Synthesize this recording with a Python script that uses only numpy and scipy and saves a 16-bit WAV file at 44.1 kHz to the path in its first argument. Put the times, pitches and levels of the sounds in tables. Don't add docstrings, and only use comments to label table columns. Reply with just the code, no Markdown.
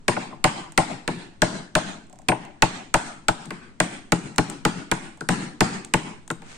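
import sys
import numpy as np
from scipy import signal
from scipy.fft import rfft, irfft
from scipy.io import wavfile
from scipy.ndimage import uniform_filter1d

SR = 44100
rng = np.random.default_rng(int(sys.argv[2]) if len(sys.argv) > 2 else 0)


def unload_audio(sound):
    columns = np.transpose(np.atleast_2d(sound))
    steps = np.round(np.clip(columns, -1, 1) * 32767)
    wavfile.write(sys.argv[1], SR, steps.astype(np.int16))


N = 289737
AGE = np.arange(SR // 4) / SR
TIGHT = 0

# (frequency [Hz], spectral level [dB])
AIR_SPECTRUM = [(15, 14.5), (25, -6), (70, -4.5), (160, -0.5), (260, -2), (530, -15.5), (790, -17),
                (1400, -21), (5300, -31), (8500, -31.5), (9700, -40), (10600, -61.5), (15000, -85)]
# (frequency [Hz], left-right correlation [0-1])
COHERENCE = [(40, 0.34), (140, 0.78), (300, 0.98), (650, 0.1), (1400, 0.017), (9000, 0.056)]
# (time [s], force [dB], time until the edge seats [s], block resonance [Hz],
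#   handle resonance [Hz], its share of the crack [dB], blade looseness [0-1], bench share [dB], echo [dB])
BLOWS = [(0.0809, -1, 0.019, 998, 2220, -16, 0.84, 1.5, -7.5),
         (0.4412, 3, 0.028, 770, 1363, -20, 0.37, 0, -9.5), (0.7763, 3, 0.035, 790, 2114, -8, 0.65, 1, -9),
         (1.077, -8.5, 0.026, 920, 1500, -6, TIGHT, 1.5, -5.5),
         (1.4189, 1.5, 0.023, 646, 1564, 3.5, TIGHT, 1.5, -7),
         (1.7519, .5, .039, 654, 1522, -3, 0.5, -1, -7),
         (2.2854, -0.4, 0.026, 772, 2400, -2.5, 0.93, 2, -18),
         (2.6215, 5, 0.023, 867, 1450, -19, TIGHT, 0, -11.5),
         (2.9404, 2.5, 0.0244, 918, 1516, -7, TIGHT, -4, -9.5),
         (3.2834, 1.5, 0.017, 895, 1405, 1, TIGHT, -3.5, -14),
         (3.8012, 0.5, 0.0093, 658, 1480, -2.5, TIGHT, -3.5, -9.5),
         (4.1203, 0, 0.015, 830, 1350, -3, TIGHT, 2.5, -11.5),
         (4.3817, 0, 0.019, 836, 1440, -8, TIGHT, 2, -10),
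         (4.6507, -1.05, 0.018, 820, 1290, 2, TIGHT, 1, -8),
         (4.9142, -2.5, 0.014, 990, 1610, 0.5, TIGHT, -2, -10),
         (5.288, -4, 0.022, 813, 1300, -8.5, TIGHT, 0, -1.5),
         (5.6064, 1, 0.026, 788, 1437, -11, TIGHT, 2, -6),
         (5.9374, 0.5, 0.02, 888, 1997, -12.5, TIGHT, 0, -10.5)]
BLOW_RESPONSE = {"push": (-29.5, 1), "thud": (-22.5, 0.56), "knock": (-23, 1.05), "crack": (-22, 1),
                 "snap": (-26, 0.97), "blade": (-35, 1)}
# (thud [dB], knock [dB], snap brightness [dB], bench rocking back [dB], left-right [dB])
END_ON, LENGTHWISE = (-1.6, 0.8, -1.5, -28, 1.5), (0.5, -0.6, 0.5, -19.5, 0.8)
# (frequency [Hz], spectral level [dB])
SNAP_SPECTRUM = [(1500, -24), (2700, 3), (3300, 3), (4200, 3), (5200, -1), (6500, -1.5), (7600, 3),
                 (8800, 0), (9600, -8), (10600, -15), (13500, -18.5), (15200, -17.5), (16500, -37)]
# (frequency [Hz], spectral level [dB])
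CRACK_SPECTRUM = [(500, -51), (900, -3.5), (1150, 1.5), (1500, 4), (2250, 2), (2750, -2.5), (3200, -16),
                  (5000, -59)]
# (frequency [Hz], level [dB])
BLOCK_MODES = [(570, 1), (625, 2.5), (690, -4), (750, 2.5), (835, 0), (878, 0.5), (960, -2), (1060, -1)]
# (frequency [Hz], gain [dB])
PUSH_SPECTRUM = [(15, 4), (26, -6.5), (45, -5), (70, 2), (110, 12.5), (160, -34), (400, -43), (1500, -69)]
# (frequency [Hz], level [dB], start of decay [s], t60 [s])
BENCH_MODES = [(130.6, -7.5, 0.025, 0.089), (171.5, -2.5, 0.015, 0.12), (252.5, -2.5, 0.004, 0.06),
               (324.2, -3, 0.017, 0.07), (400, -6.5, 0.0052, 0.076), (463.7, -3, 0.0072, 0.051)]
# (frequency [Hz], t60 [s])
YARD_T60 = [(100, 0.43), (300, 0.49), (1000, 0.42), (3000, .44), (9000, 0.39), (14000, 0.28)]
# (frequency [Hz], gain [dB])
YARD_COLOUR = [(30, -4), (90, -16.5), (160, 8), (320, 4.5), (520, -5), (800, 1.5), (1500, 1.5), (3000, 2),
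               (9500, 2), (10300, -11), (14500, -8.5), (15500, -34)]
# (time [s], force [dB], block resonance [Hz], handle resonance [Hz], its share of the crack [dB])
REBOUNDS = [(0.165, -8, 767, 1394, -0.5), (0.324, -23, 1060, 1110, 14), (2.3167, -4, 924, 1485, -4.5)]
REBOUND_DB = {"thud": -25, "knock": -20.5, "crack": -25.5}
# (time [s], level [dB], left-right [dB])
SPLINTERS = [(0.721, -52.5, -8), (2.4508, -58.5, -7), (3.4565, -53.5, 8), (4.3607, -49.5, -4),
             (4.499, -40, 5), (5.174, -62, 3), (5.848, -44, -4), (6.2779, -50, 5), (6.3124, -42.5, -2)]
# (frequency [Hz], spectral level [dB])
FIBRE_SPECTRUM = [(400, -32), (1500, 2), (5000, -6.5), (7000, 6), (8500, 8.5), (10000, -8.5), (15000, -23)]
# (time [s], level [dB])
SHIFTS = [(0.925, -38.5), (1.15, -40.5), (3.461, -39)]
# (time [s], force [dB], handle resonance [Hz], its share of the crack [dB], echo [dB])
TAPS = [(3.5058, -14.5, 1600, -6, -4), (5.2076, -14, 1470, 12, -9.5), (6.302, -8, 1404, 2, -14.5),
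        (6.419, -28.5, 835, 1, -3.5)]
TAP_DB = {"thud": -23, "knock": -29, "crack": -22.5, "snap": -31}
# (time [s], level [dB])
DRAG_ENVELOPE = [(6.41, -80), (6.46, -52.5), (6.52, -44), (6.57, -47.5)]
# (frequency [Hz], left-right [dB])
PORT_BALANCE = [(1000, 2), (1600, -0.5), (2200, -2.5), (3400, 1.5), (4800, -1.5), (7300, -5.5),
                (8700, 10.5), (9600, 5), (11000, -0.5)]


def amp(db):
    return 10 ** (np.asarray(db) / 20)


def read(points, hz):
    f, value = np.transpose(points)
    return np.interp(np.log(hz + 1), np.log(f + 1), value)


def add(mix, s, sound):
    part = mix[:, max(round(s * SR), 0):][:, :sound.shape[1]]
    part += sound[:, :part.shape[1]]


def sized(x, db, reference_s=.04):
    return x * amp(db) / np.sqrt(np.mean(x ** 2) * x.shape[-1] / SR / reference_s + 1e-20)


def sides(db):
    return amp(np.array([[.5], [-.5]]) * db)


def colour(x, spectrum, size=4096):
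    log_gain = np.log(amp(read(spectrum, abs(np.fft.fftfreq(size, 1 / SR)))))
    taps = np.fft.ifft(np.exp(np.conj(signal.hilbert(log_gain)))).real
    return signal.fftconvolve(x, taps[None, :size // 2], axes=1)[:, :x.shape[1]]


def diffuse(count):
    a, b = rfft(rng.standard_normal((2, count)))
    same = np.clip(read(COHERENCE, np.fft.rfftfreq(count, 1 / SR)), -1, 1)
    return irfft(np.array([a, same * a + np.sqrt(1 - same ** 2) * b]), count)


def near_noise(coherence):
    shared, *own = rng.standard_normal((3, len(AGE)))
    return np.sqrt(coherence) * shared + np.sqrt(1 - coherence) * np.array(own)


def air(level_db=-49):
    x = irfft(rfft(diffuse(N)) * amp(read(AIR_SPECTRUM, np.fft.rfftfreq(N, 1 / SR))), N)
    return amp(level_db) * x / x.std()


def snap(bright_db, t60=0.012, scatter_db=-18, scatter_t60=0.11):
    onset = 1 - np.exp(-AGE / .0004)
    contact = near_noise(0.13) * amp(-60 * AGE / t60)
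    scatter = near_noise(0.055) * amp(scatter_db - 60 * AGE / scatter_t60)
    scatter = colour(scatter, [(9600, -3.0), (11000, 1.0), (15000, -42)])
    burst = colour((contact + scatter) * onset, SNAP_SPECTRUM)
    return colour(burst, [(4500, 0), (7300, bright_db)])


def blade(hz=8660, t60=0.17, linger_db=-18, linger_t60=0.24, upper_hz=11350, upper_db=-29):
    port_phase = np.array([[0], [.8]])
    decay = amp(-60 * AGE / t60) + amp(linger_db - 60 * AGE / linger_t60)
    upper = np.sin(2 * np.pi * upper_hz * AGE + port_phase) * amp(upper_db - 60 * AGE / linger_t60)
    return np.sin(2 * np.pi * hz * AGE + port_phase) * decay + upper


def crack(centre_hz, ring_db, swell_s=0.0023, t60=0.034, ring_t60=0.042, split=0.08, split_db=-3):
    dense = colour(near_noise(0.3) * amp(-60 * AGE / t60), CRACK_SPECTRUM)
    ring = 0
    for offset, db in ((0, 0), (-split, split_db), (split, split_db)):
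        phase = 2 * np.pi * rng.random() + np.array([[.5], [-.5]])
        mode = np.sin(2 * np.pi * centre_hz * (1 + offset) * AGE + phase)
        ring = ring + mode * amp(db - 60 * AGE / ring_t60)
    return (sized(dense, 0) + sized(ring, ring_db)) * (1 - np.exp(-(AGE / swell_s) ** 2))


def knock(centre_hz, seat_s, swell_share=0.31, t60=0.14, focus_db=9, focus_hz=50, seated_gain=0.36):
    hz, db = np.transpose(BLOCK_MODES)[:, :, None]
    detune, phase, skew = rng.standard_normal((3, len(hz), 1))
    gain = amp(db + focus_db * np.exp(-((hz - centre_hz) / focus_hz) ** 2))
    angle = 2 * np.pi * (hz * (1 + 0.0097 * detune) * AGE + phase)
    ring = np.array([(gain * np.sin(angle + side * 0.64 * skew)).sum(0) for side in (1, -1)])
    onset = 1 - np.exp(-(AGE / (swell_share * seat_s)) ** 2)
    damping = seated_gain + (1 - seated_gain) * (.5 - .5 * np.tanh((AGE - seat_s) / 0.00079))
    return ring * onset * amp(-60 * AGE / t60) * damping


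def push(contact_s=0.0045, rebound_s=0.019, rebound_share=0.12, pan_db=4.5):
    press = np.exp(-((AGE - 2 * contact_s) / contact_s) ** 2)
    recoil = rebound_share * np.exp(-((AGE - contact_s - rebound_s) / contact_s) ** 2)
    return colour((press - recoil)[None], PUSH_SPECTRUM) * sides(pan_db)


def thud(slowness=0.61, scatter=0.0275, linger_db=-19, linger_t60=0.36, pan_db=2.1):
    out = np.zeros((2, len(AGE)))
    for hz, db, hold_s, t60 in BENCH_MODES:
        detune, phase, skew = rng.standard_normal(3)
        onset = 1 - np.exp(-(AGE / (hold_s * slowness)) ** 3)
        decay = amp(-60 * np.maximum(AGE - hold_s, 0) / t60) + amp(linger_db - 60 * AGE / linger_t60)
        angle = 2 * np.pi * (hz * (1 + scatter * detune) * AGE + phase)
        out += amp(db) * onset * decay * np.sin(angle + np.array([[1], [-1]]) * skew * hz / 1600)
    return out * sides(pan_db) * (1 - (AGE / AGE[-1]) ** 10)


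def yard_echo(x, build_s=0.016, swell_s=0.12, swell_db=9.0, ripple_db=2.5, patchy_db=2.0):
    count, size = 28672, 1024
    hz, t, noise = signal.stft(diffuse(count), SR, nperseg=size)
    power = (abs(signal.stft(x, SR, nperseg=size)[2]) ** 2).sum(2)
    blur = np.exp(-((hz[:, None] - hz) / (0.097 * hz[:, None] + 10)) ** 2)
    power = power @ blur.T / blur.sum(1)
    swell = amp(swell_db * (.5 + .5 * np.tanh((t - swell_s) / 0.02)))
    decay = amp(-60 * t / read(YARD_T60, hz)[:, None]) * swell
    patches = uniform_filter1d(rng.standard_normal(decay.shape), size=7, axis=0)
    patches = uniform_filter1d(patches, size=3, axis=1)
    uneven = amp(ripple_db * rng.standard_normal((len(hz), 1)) + patchy_db * patches / patches.std())
    uneven = uneven ** np.minimum(hz[:, None] / 600, 1)
    gain = np.sqrt(power / power.mean()) * amp(read(YARD_COLOUR, hz))
    tail = signal.istft(noise * decay * uneven * gain[:, :, None], SR, nperseg=size)[1]
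    tail *= 1 - np.exp(-(np.arange(tail.shape[1]) / SR / build_s) ** 2)
    return tail * np.sqrt(np.sum(x ** 2) / 2 / (np.mean((decay * uneven) ** 2) * count))


def with_echo(x, echo_db):
    out = amp(echo_db) * yard_echo(x)
    add(out, 0, x)
    return out


def chopping(turned_s=3.4, rock_back_s=.105, usual_seat_s=0.027, doubling_db=4.5, loose_db=-7):
    out = np.zeros((2, N))
    for s, force_db, seat_s, block_hz, handle_hz, ring_db, loose, bench_db, echo_db in BLOWS:
        thud_db, knock_db, bright_db, rock_db, pan_db = END_ON if s < turned_s else LENGTHWISE
        db = {part: level + slope * force_db for part, (level, slope) in BLOW_RESPONSE.items()}
        bite_db = doubling_db * np.log2(seat_s / usual_seat_s) + loose_db * loose
        wood = sized(knock(block_hz, seat_s), db["knock"] + knock_db)
        wood += sized(crack(handle_hz, ring_db), db["crack"])
        bench = sized(thud(), db["thud"] + thud_db + bench_db) + sized(push(), db["push"] + bite_db)
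        edge = sized(snap(bright_db), db["snap"])
        add(out, s, with_echo(wood * sides(pan_db) + bench + edge, echo_db))
        add(out, s, loose * sized(blade(), db["blade"]))
        add(out, s + rock_back_s, sized(bump(), db["thud"] + rock_db + bench_db))
    return out


def rebounds(seat_s=0.022, echo_db=-10, pan_db=2.0):
    out = np.zeros((2, N))
    for s, force_db, block_hz, handle_hz, ring_db in REBOUNDS:
        wood = sized(knock(block_hz, seat_s), REBOUND_DB["knock"])
        wood += sized(crack(handle_hz, ring_db), REBOUND_DB["crack"])
        bench = sized(thud(), REBOUND_DB["thud"])
        add(out, s, amp(force_db) * with_echo(wood * sides(pan_db) + bench, echo_db))
    return out


def bump():
    return colour(thud(slowness=1.3), [(200, -0.5), (320, -7.5), (500, -16.5)])


def tick(db, pan_db, t60=0.012, scatter_db=-24, scatter_t60=0.29):
    decay = amp(-60 * AGE / t60) + amp(scatter_db - 60 * AGE / scatter_t60)
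    return sized(colour(near_noise(0.73) * decay, FIBRE_SPECTRUM), db) * sides(pan_db)


def splinters(block_db=-58, block_hz=900, seat_s=0.0054):
    out = np.zeros((2, N))
    for s, db, pan_db in SPLINTERS:
        add(out, s, tick(db, pan_db) + sized(knock(block_hz, seat_s), block_db))
    return out


def block_shifts():
    out = np.zeros((2, N))
    for s, db in SHIFTS:
        add(out, s, sized(bump(), db))
    return out


def prying(start_s=2.068, gap_s=.03, count=6, uneven_db=4.0):
    out = np.zeros((2, N))
    for k in range(count):
        slip = tick(db=-61.5, pan_db=-6.5) + sized(knock(centre_hz=720, seat_s=0.016), -55)
        add(out, start_s + k * gap_s, slip * amp(uneven_db * rng.standard_normal()))
    return out


def taps(block_hz=1030, seat_s=0.02, bright_db=1, pan_db=2):
    out = np.zeros((2, N))
    for s, force_db, handle_hz, ring_db, echo_db in TAPS:
        wood = sized(knock(block_hz, seat_s), TAP_DB["knock"])
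        wood += sized(crack(handle_hz, ring_db), TAP_DB["crack"])
        bench = sized(thud(slowness=0.91), TAP_DB["thud"])
        edge = sized(snap(bright_db), TAP_DB["snap"])
        add(out, s, amp(force_db) * with_echo(wood * sides(pan_db) + bench + edge, echo_db))
    return out


def drag(slips_per_s=7000):
    slips = rng.standard_normal((2, N)) * (rng.random(N) < slips_per_s / SR)
    rasp = colour(slips, [(200, 1), (700, -2.0), (2000, -0.5), (5000, -8),
                          (8500, -6.5), (10500, -31), (15000, -40)])
    s, db = np.transpose(DRAG_ENVELOPE)
    return rasp / rasp.std() * amp(np.interp(np.arange(N) / SR, s, db, left=-150))


def scene():
    return chopping() + rebounds() + taps() + prying() + block_shifts() + splinters() + drag() + air()


def record(dry, ceiling=0.57, cutoff_hz=16500):
    ported = irfft(rfft(dry) * sides(read(PORT_BALANCE, np.fft.rfftfreq(N, 1 / SR))), N)
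    limited = ported / (1 + (ported / ceiling) ** 4) ** (1 / 4)
    low_pass = signal.firwin(511, cutoff_hz, window=("kaiser", 9), fs=SR)
    return signal.oaconvolve(limited, low_pass[None], "same")


dry = scene()
out = record(dry)
unload_audio(out)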